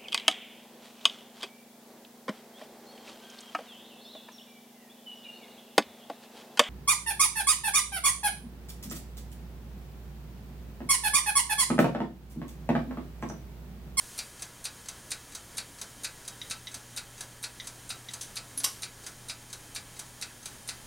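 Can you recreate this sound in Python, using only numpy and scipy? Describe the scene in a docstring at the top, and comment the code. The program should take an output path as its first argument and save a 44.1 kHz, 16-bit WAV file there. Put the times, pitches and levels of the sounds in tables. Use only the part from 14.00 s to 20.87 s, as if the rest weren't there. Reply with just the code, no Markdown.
"""A toaster oven's clockwork timer ticks close by in a small room.
Its escapement alternates a double tick with a lighter tock: short steel clicks, then filtered noise and
sine tones that stand for the ringing case. The warming metal pings four times, and a switch scrapes,
catches and snaps once: noise bursts and fading tones. Below lie mains hum, built from sines, and room air
with a faint whirr, made of filtered noise."""
import sys
import numpy as np
from scipy import signal
from scipy.fft import rfft, irfft
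from scipy.io import wavfile
from scipy.ndimage import uniform_filter1d

SR = 44100
rng = np.random.default_rng(int(sys.argv[2]) if len(sys.argv) > 2 else 0)


def materialize(psi):
    """Save the field psi as 16-bit PCM at rate SR to the path in sys.argv[1].

    A 1-D psi becomes a single channel; in a 2-D psi each row is a channel.
    """
    bounded = np.clip(np.atleast_2d(psi).T, -1, 1)
    quanta = np.round(bounded * 32767).astype(np.int16)
    wavfile.write(sys.argv[1], SR, quanta)


N = 302833
T = np.arange(N) / SR
RING = T[:SR // 3]  # the time axis of one short sound, a third of a second
# the escapement: first tick, one full swing of the balance, and the tock's place in the swing
FIRST_TICK_S, SWING_S, TOCK_AFTER_S = .1784, .46416, .2434
# the blows harden and soften in a slow cycle, as from a slightly off-centre wheel:
# the time of one turn, and a moment when the blows are hardest
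WHEEL_TURN_S, HARDEST_S = 7.6, 1.3
TOOTH_SCATTER_DB = .5  # no two teeth strike quite alike
SOFT_LAG_S = .0007  # the softer the blows, the later the beat: lag either side of the mean


def undb(db):
    """Turn decibels into a gain."""
    return 10 ** (np.asarray(db) / 20)


def unit(x):
    """Scale to an rms (average strength) of 1."""
    return x / np.sqrt(np.mean(x ** 2))


def curve(table, axis=1):
    """Join one column of a table by straight lines in time."""
    rows = np.array(table, float)
    return np.interp(T, rows[:, 0], rows[:, axis])


def walk(rate):
    """Slow random wander of rms 1: random steps, 'rate' of them a second, smoothed twice."""
    step_len = int(SR / rate)
    steps = np.repeat(rng.standard_normal(N // step_len + 1), step_len)[:N]
    smoothed = uniform_filter1d(steps, step_len)
    return unit(uniform_filter1d(smoothed, step_len))


def colour(x, spectrum, peaks=()):
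    """Filter by a smooth spectrum with narrow resonances on top; rms 1."""
    hz = np.arange(len(x) // 2 + 1) * SR / len(x) + 1e-3  # the tiny offset avoids log(0)
    points = np.array(spectrum, float)
    db = np.interp(np.log(hz), np.log(points[:, 0]), points[:, 1])
    for centre, width, peak_db in peaks:
        db = db + peak_db / (1 + (2 * (hz - centre) / width) ** 2)
    # roll off the bass from half the lowest listed frequency
    low_cut = 1 / np.sqrt(1 + (points[0, 0] / 2 / hz) ** 4)
    return unit(irfft(rfft(x) * undb(db) * low_cut, len(x)))


def hum(hum_db=-1.24, waver_db=0.9):
    """The mains shakes the case at twice its frequency, with a thin wavering buzz of its multiples."""
    # Strength of the hum. Each row: time in seconds, level in dB before hum_db is added.
    hum_levels = [(0, -64.5), (1, -63), (2, -59.5), (3, -57), (4, -55), (4.7, -57.5), (5.4, -56),
                  (6.1, -59.5), (6.87, -59)]
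    # Steady buzz. Each row: multiple of the mains frequency, level in dB at the start, level in dB at the end.
    buzz_lines = [(1, -65.5, -80), (3, -74, -75), (4, -73, -70.5), (14, -84, -68.5), (16, -70, -72),
                  (18, -72, -76), (22, -74, -80), (24, -71, -92), (26, -91, -86), (28, -70, -72)]
    mains_hz = 60
    phase = 2 * np.pi * mains_hz * T
    level_db = curve(hum_levels) + hum_db + .5 * walk(2.43)
    out = undb(level_db) * np.sin(2 * phase)
    for multiple, start_db, end_db in buzz_lines:
        db = np.linspace(start_db, end_db, N) + waver_db * walk(3.16)
        phase_wander = walk(5)
        out += undb(db) * np.sin(multiple * phase + phase_wander)
    return np.sqrt(2) * out  # makes the levels rms levels


def background(air_db=-50.0, flicker_db=0.66):
    """Room air with a resonant whirr; a soft hiss dies away early and a low rumble swells late."""
    # Tone of the room air. 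Each row: frequency in Hz, relative level in dB per Hz.
    air_spectrum = [(25, 1.5), (85, -3.5), (160, -2), (300, -6), (500, -7), (1000, -11), (1800, -10.5),
                    (2700, -14), (5000, -13.5), (6600, -11.5), (8200, -14), (9400, -11.5), (12000, -18.5),
                    (15700, -21)]
    # Narrow resonances in the drone and whirr. Each row: frequency in Hz, width in Hz, boost in dB.
    whirr_peaks = [(84, 10, 7), (280, 40, 3), (1700, 250, 2.5), (3112, 45, 11), (3270, 60, 4),
                   (6370, 40, 4), (6713, 45, 9), (7407, 40, 4), (8538, 15, 11), (8608, 15, 9),
                   (8742, 50, 7), (9020, 90, 6), (9722, 40, 5), (10320, 15, 10), (11650, 15, 7)]
    # Slow changes. Each row: time in seconds, extra hiss level in dB, low rumble level in dB.
    drift = [(0, -50, -80), (.2, -51, -84), (.5, -67, -79), (6.65, -76, -78), (6.87, -80, -48)]
    air = colour(rng.standard_normal(N), air_spectrum, whirr_peaks)
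    air = air * undb(air_db + flicker_db * walk(20))
    hiss = colour(rng.standard_normal(N), [(3000, -1), (6500, 4), (10000, 5.0), (15000, -9)])
    rumble = colour(rng.standard_normal(N), [(30, 2), (60, -27), (200, -20), (2000, -70)])
    return air + hiss * undb(curve(drift)) + rumble * undb(curve(drift, axis=2))


def noise(spacing_hz=38):
    """The dense modes of thin metal: evenly spread on average, equally strong, in random phase."""
    count = int(20000 / spacing_hz)
    hz = (np.arange(count) + rng.uniform(.1, .9, count)) * spacing_hz
    bins = (hz * len(RING) / SR).astype(int)
    spectrum = np.zeros(len(RING) // 2 + 1, complex)
    spectrum[bins] = np.exp(2j * np.pi * rng.random(count))
    return unit(irfft(spectrum, len(RING)))


def fade(x, rise_s, t60_s):
    """Build up, then die away by 60 dB in t60_s; the energy is that of 30 ms at rms 1."""
    rise = 1 - np.exp(-(RING / rise_s) ** 2)
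    decay = np.exp(-np.log(1000) * RING / t60_s)
    y = x * rise * decay
    return y / np.sqrt(np.sum(y ** 2) / (.03 * SR))


def add(track, s, sound):
    """Mix a sound into the track at a time in seconds."""
    start = int(np.clip(s * SR, 0, N))
    track[start:start + len(sound)] += sound[:N - start]


def hardness(s):
    """Where the wheel stands in its turn: 1 at the hardest blows, -1 at the softest."""
    return np.cos(2 * np.pi * (s - HARDEST_S) / WHEEL_TURN_S)


def swings(offset_s):
    """The times of a blow that comes once in every swing of the balance."""
    even = np.arange(FIRST_TICK_S + offset_s, N / SR, SWING_S)
    return even - SOFT_LAG_S * hardness(even)


def blow(s, mean_db, rise_db):
    """Level of a blow in dB: it follows the turn of the wheel, with a little scatter from tooth to tooth."""
    return mean_db + rise_db * hardness(s) + TOOTH_SCATTER_DB * rng.standard_normal()


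def case(dense, modes_db, fresh=0.4, scatter_db=3, detune=0.0029):
    """The case answers each blow with the same modes, in a slightly different mix and tuning."""
    # Modes of the clockwork and its case, before scatter and filtering.
    # Each row: frequency in Hz, relative level in dB.
    case_modes = [(1324, -.5), (1431, -5.5), (1550, -5), (1695, -5), (2034, -3), (2363, -3), (2551, -3),
                  (2650, -4), (3810, -7), (3875, -3), (4247, -4), (4333, -6), (4478, -4), (4688, -3),
                  (4780, -2), (4877, -5), (5033, -4), (5727, -1), (6395, -2), (7380, -3), (7472, -4),
                  (7606, -4), (7886, -2), (8537, -4), (9200, -3), (9431, -2), (9727, -3), (11191, -3)]
    hz, db = np.array(case_modes, float).T
    hz = hz * (1 + detune * rng.standard_normal(len(hz)))
    size = undb(db + scatter_db * rng.standard_normal(len(hz)))
    phase = rng.uniform(0, 2 * np.pi, (len(hz), 1))
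    tones = size @ np.sin(2 * np.pi * hz[:, None] * RING + phase)
    # part of the noise is shared by the blows, part is new for each
    return unit(dense + fresh * noise()) + undb(modes_db) * unit(tones)


def click(t60_s, bounce_s, bounce, pallet_hz=9250, crack_db=-1):
    """The small steel pallet pings and rebounds three times; the first contact has 2.5 ms of rms 1 energy."""
    # Colour of the contact noise. Each row: frequency in Hz, relative level in dB.
    click_spectrum = [(2000, -37), (5000, -9), (6400, -1), (8200, -2.5), (9200, 7), (10400, -21),
                      (12000, -7), (15500, -23)]
    out = np.zeros(len(RING))
    for k in range(4):
        ping = np.sin(2 * np.pi * pallet_hz * RING + rng.uniform(0, 2 * np.pi))
        crack = undb(crack_db) * colour(noise(), click_spectrum)
        contact = fade(ping + crack, rise_s=0.00039, t60_s=t60_s)
        out += bounce ** k * np.roll(contact, int(k * bounce_s * SR))
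    return out * np.sqrt(2.5 / 30)  # from fade's 30 ms of energy to 2.5 ms


def ticks(drop_s=.0105, rattle_db=-6.5):
    """The pallet unlocks with a thin click; a moment later the wheel's tooth falls and rings the case."""
    # Colour of the case at the unlocking. Each row: frequency in Hz, relative level in dB.
    unlock_spectrum = [(1000, -14), (3000, -22), (3850, -2), (5000, -21), (6400, -5.5), (8200, -22.5),
                       (9200, -1.5), (10400, -23), (11500, -4), (12500, -21.8), (15500, -27.5)]
    # Colour of the case at the tooth's fall. Each row: frequency in Hz, relative level in dB.
    tick_spectrum = [(250, -24), (650, -4.5), (1300, -8), (1900, -4), (2450, 0), (3150, -4), (3900, 4.5),
                     (4700, 2.5), (5400, 1), (7700, -2.5), (8250, -3), (9100, 0), (12500, -16.5),
                     (15500, -22)]
    out = np.zeros(N)
    dense = noise()
    for s in swings(0):
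        unlock_db = blow(s, mean_db=-37.5, rise_db=0.5)
        add(out, s, undb(unlock_db) * click(t60_s=.008, bounce_s=.0027, bounce=.45))
        rattle = fade(colour(case(dense, modes_db=1.5), unlock_spectrum), rise_s=0.0031, t60_s=0.083)
        add(out, s, undb(unlock_db + rattle_db) * rattle)
        drop_db = blow(s, mean_db=-37, rise_db=6.5)
        add(out, s + drop_s, undb(drop_db) * click(t60_s=0.0051, bounce_s=0.003, bounce=0.57))
        ring = fade(colour(case(dense, modes_db=-4), tick_spectrum), rise_s=0.0012, t60_s=0.11)
        ring_db = blow(s, mean_db=-36.5, rise_db=0.45)
        add(out, s + drop_s, undb(ring_db) * ring)
    return out


def tocks(slide_s=.029, slide_db=-10.5, accent_swings=4, accent_db=2.5):
    """On the return swing the other pallet slides faintly, then stops a tooth with a single blow."""
    # Colour of the case for slide and blow. Each row: frequency in Hz, relative level in dB.
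    tock_spectrum = [(250, -18), (650, -3.5), (1300, -7.5), (2800, -5.5), (3900, 0.6), (5400, -3),
                     (6400, 5.5), (7200, -8.5), (7800, 5.5), (8250, -14), (9100, 0.5), (10500, -5),
                     (12500, -13), (15500, -19)]
    out = np.zeros(N)
    dense = noise()
    for k, s in enumerate(swings(TOCK_AFTER_S)):
        case_db = blow(s, mean_db=-41.5, rise_db=0.5)
        # the click is also sharpest on every fourth swing
        accent = accent_db * np.cos(2 * np.pi * k / accent_swings)
        click_db = blow(s, mean_db=-38, rise_db=1.5) + accent
        slide = fade(colour(case(dense, modes_db=1.0), tock_spectrum), rise_s=0.0012, t60_s=0.14)
        add(out, s - slide_s, undb(case_db + slide_db) * slide)
        add(out, s, undb(click_db) * click(t60_s=.007, bounce_s=0.0027, bounce=0.76))
        ring = fade(colour(case(dense, modes_db=-5.5), tock_spectrum), rise_s=0.0014, t60_s=0.12)
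        add(out, s, undb(case_db) * ring)
    return out


def modes(table):
    """Fading sines from rows of (Hz, dB, t60 s), each starting in a random phase."""
    total = np.zeros(len(RING))
    for hz, db, t60 in table:
        tone = np.sin(2 * np.pi * hz * RING + rng.uniform(0, 2 * np.pi))
        total += undb(db) * tone * np.exp(-np.log(1000) * RING / t60)
    return total


def pings(second_s=.0042, second_db=-6, first_db=-5, crack_db=-8, tail_db=-8):
    """A warming panel slips in two quick steps, at the same spot each time, and rings briefly."""
    # The four pings. Each row: start in seconds, level in dB before each part's own offset.
    ping_events = [(2.415, -40.5), (2.6705, -39.5), (3.599, -40), (4.0862, -43)]
    # Modes of the panel, which fade() shortens further.
    # Each row: frequency in Hz, relative level in dB, time to fall by 60 dB in seconds.
    panel_modes = [(1890, -10, 0.04), (2040, -4, 0.055), (3220, -19, 0.037), (3640, -10, 0.048),
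                   (3873, 3.5, 0.038), (4280, -26, 0.015), (4730, -8, .035), (5900, -11, 0.025)]
    # Colour of the noise in crack and tail. Each row: frequency in Hz, relative level in dB.
    ping_spectrum = [(1200, -22), (2000, -11), (2500, -9), (3800, 10.5), (4500, -19), (5800, 2),
                     (7000, -17), (12000, -26)]
    out = np.zeros(N)
    for s, db in ping_events:
        crack = fade(colour(noise(), ping_spectrum), rise_s=0.00032, t60_s=0.026)
        add(out, s, undb(db + crack_db) * crack)
        first = fade(modes(panel_modes), rise_s=0.00065, t60_s=.5)
        add(out, s, undb(db + first_db) * first)
        second = fade(modes(panel_modes), rise_s=0.0013, t60_s=0.077)
        add(out, s + second_s, undb(db + second_db) * second)
        tail = fade(colour(noise(), ping_spectrum), rise_s=0.0058, t60_s=0.096)
        add(out, s, undb(db + tail_db) * tail)
    return out


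def switch():
    """A spring contact scrapes, catches with a bright chink, then snaps over and leaves its bracket ringing."""
    # Colours of scrape, catch and snap. Each row: frequency in Hz, relative level in dB.
    scrape_spectrum = [(800, -19), (2500, -9), (3400, 0), (5000, -2.5), (6200, 8), (6900, -3), (7500, 3),
                       (8400, -1), (9500, 4.5), (12000, -9), (15500, -19)]
    catch_spectrum = [(200, -28), (280, -22), (500, -31), (2500, -24), (4000, -17), (6200, -12),
                      (8000, -20.5), (9500, -4), (10700, 7.5), (11400, -11), (12200, -14), (13500, -31.6),
                      (15500, -39.0)]
    snap_spectrum = [(200, -23), (600, -11), (1080, -17), (1500, -15), (2900, -5.5), (4300, -2.5),
                     (5700, 3), (6800, -5), (7500, 2.5), (8300, -4), (9100, 1.5), (11500, -3.5),
                     (13500, -9), (15500, -27)]
    # Modes of the switch and its bracket, which fade() shortens a little.
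    # Each row: frequency in Hz, relative level in dB, time to fall by 60 dB in seconds.
    bracket_modes = [(786, -20, .08), (1080, -1, .07), (1219, -12, .06), (2790, -3, .09), (2964, -10, .21),
                     (3278, -8, .13), (3795, -7, .12), (3930, -2, .11), (4538, -5, .11), (4718, 0, .13),
                     (5305, -1, .13), (5507, -6, .15), (5757, -1, .19), (5986, -2, .18), (6290, -2, .15),
                     (6479, -6, .12), (7430, 1, .13), (8037, -3, .1), (8659, -6, .11), (8961, -1, .12),
                     (9082, -1, .14), (9294, 1, .12), (10670, -4, .11), (11343, -2, .09), (11687, -5, .1),
                     (12129, -7, .1), (12376, -8, .11)]
    out = np.zeros(N)
    add(out, 4.2075, undb(-38.0) * fade(colour(noise(), scrape_spectrum), rise_s=0.0041, t60_s=0.19))
    # the catch: two quick contacts and a faint thud of the housing
    add(out, 4.5752, undb(-36) * fade(colour(noise(), catch_spectrum), rise_s=0.001, t60_s=0.026))
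    add(out, 4.5795, undb(-35) * fade(colour(noise(), catch_spectrum), rise_s=0.00087, t60_s=0.11))
    add(out, 4.565, undb(-54.5) * fade(np.sin(2 * np.pi * 275 * RING), rise_s=0.0046, t60_s=0.22))
    # the spring starts to slip, slams home, and rattles on in its bracket
    add(out, 4.6345, undb(-42) * fade(colour(noise(), snap_spectrum), rise_s=0.0013, t60_s=0.036))
    add(out, 4.6385, undb(-28) * fade(colour(noise(), snap_spectrum), rise_s=.016, t60_s=0.025))
    add(out, 4.643, undb(-35) * fade(colour(noise(), snap_spectrum), rise_s=0.0071, t60_s=0.35))
    add(out, 4.641, undb(-28.0) * fade(modes(bracket_modes), rise_s=0.0013, t60_s=2.3))
    return out


def room(x, wet_db=-11, t60_s=0.19):
    """Bench and near walls return a short, duller tail: the sound is smeared by fading noise."""
    spectrum = [(200, 1), (1400, 9.5), (3000, -1.5), (6000, -11.0), (14000, -10.0)]
    tail = fade(colour(rng.standard_normal(len(RING)), spectrum), rise_s=0.017, t60_s=t60_s)
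    echo = signal.fftconvolve(x, tail / np.linalg.norm(tail))[:N]
    return x + undb(wet_db) * echo


def scene():
    """The clockwork, pings and switch sound in the room, over hum and air; both channels are the same."""
    mono = room(ticks() + tocks() + pings() + switch()) + hum() + background()
    return np.array([mono, mono])


def record(dry):
    """The recorder cuts the top: a steep low-pass filter removes what lies above its limit."""
    top_hz = 15800
    low_pass = signal.ellip(10, .1, 80, top_hz, fs=SR, output="sos")
    return signal.sosfilt(low_pass, dry)


dry = scene()
out = record(dry)
materialize(out)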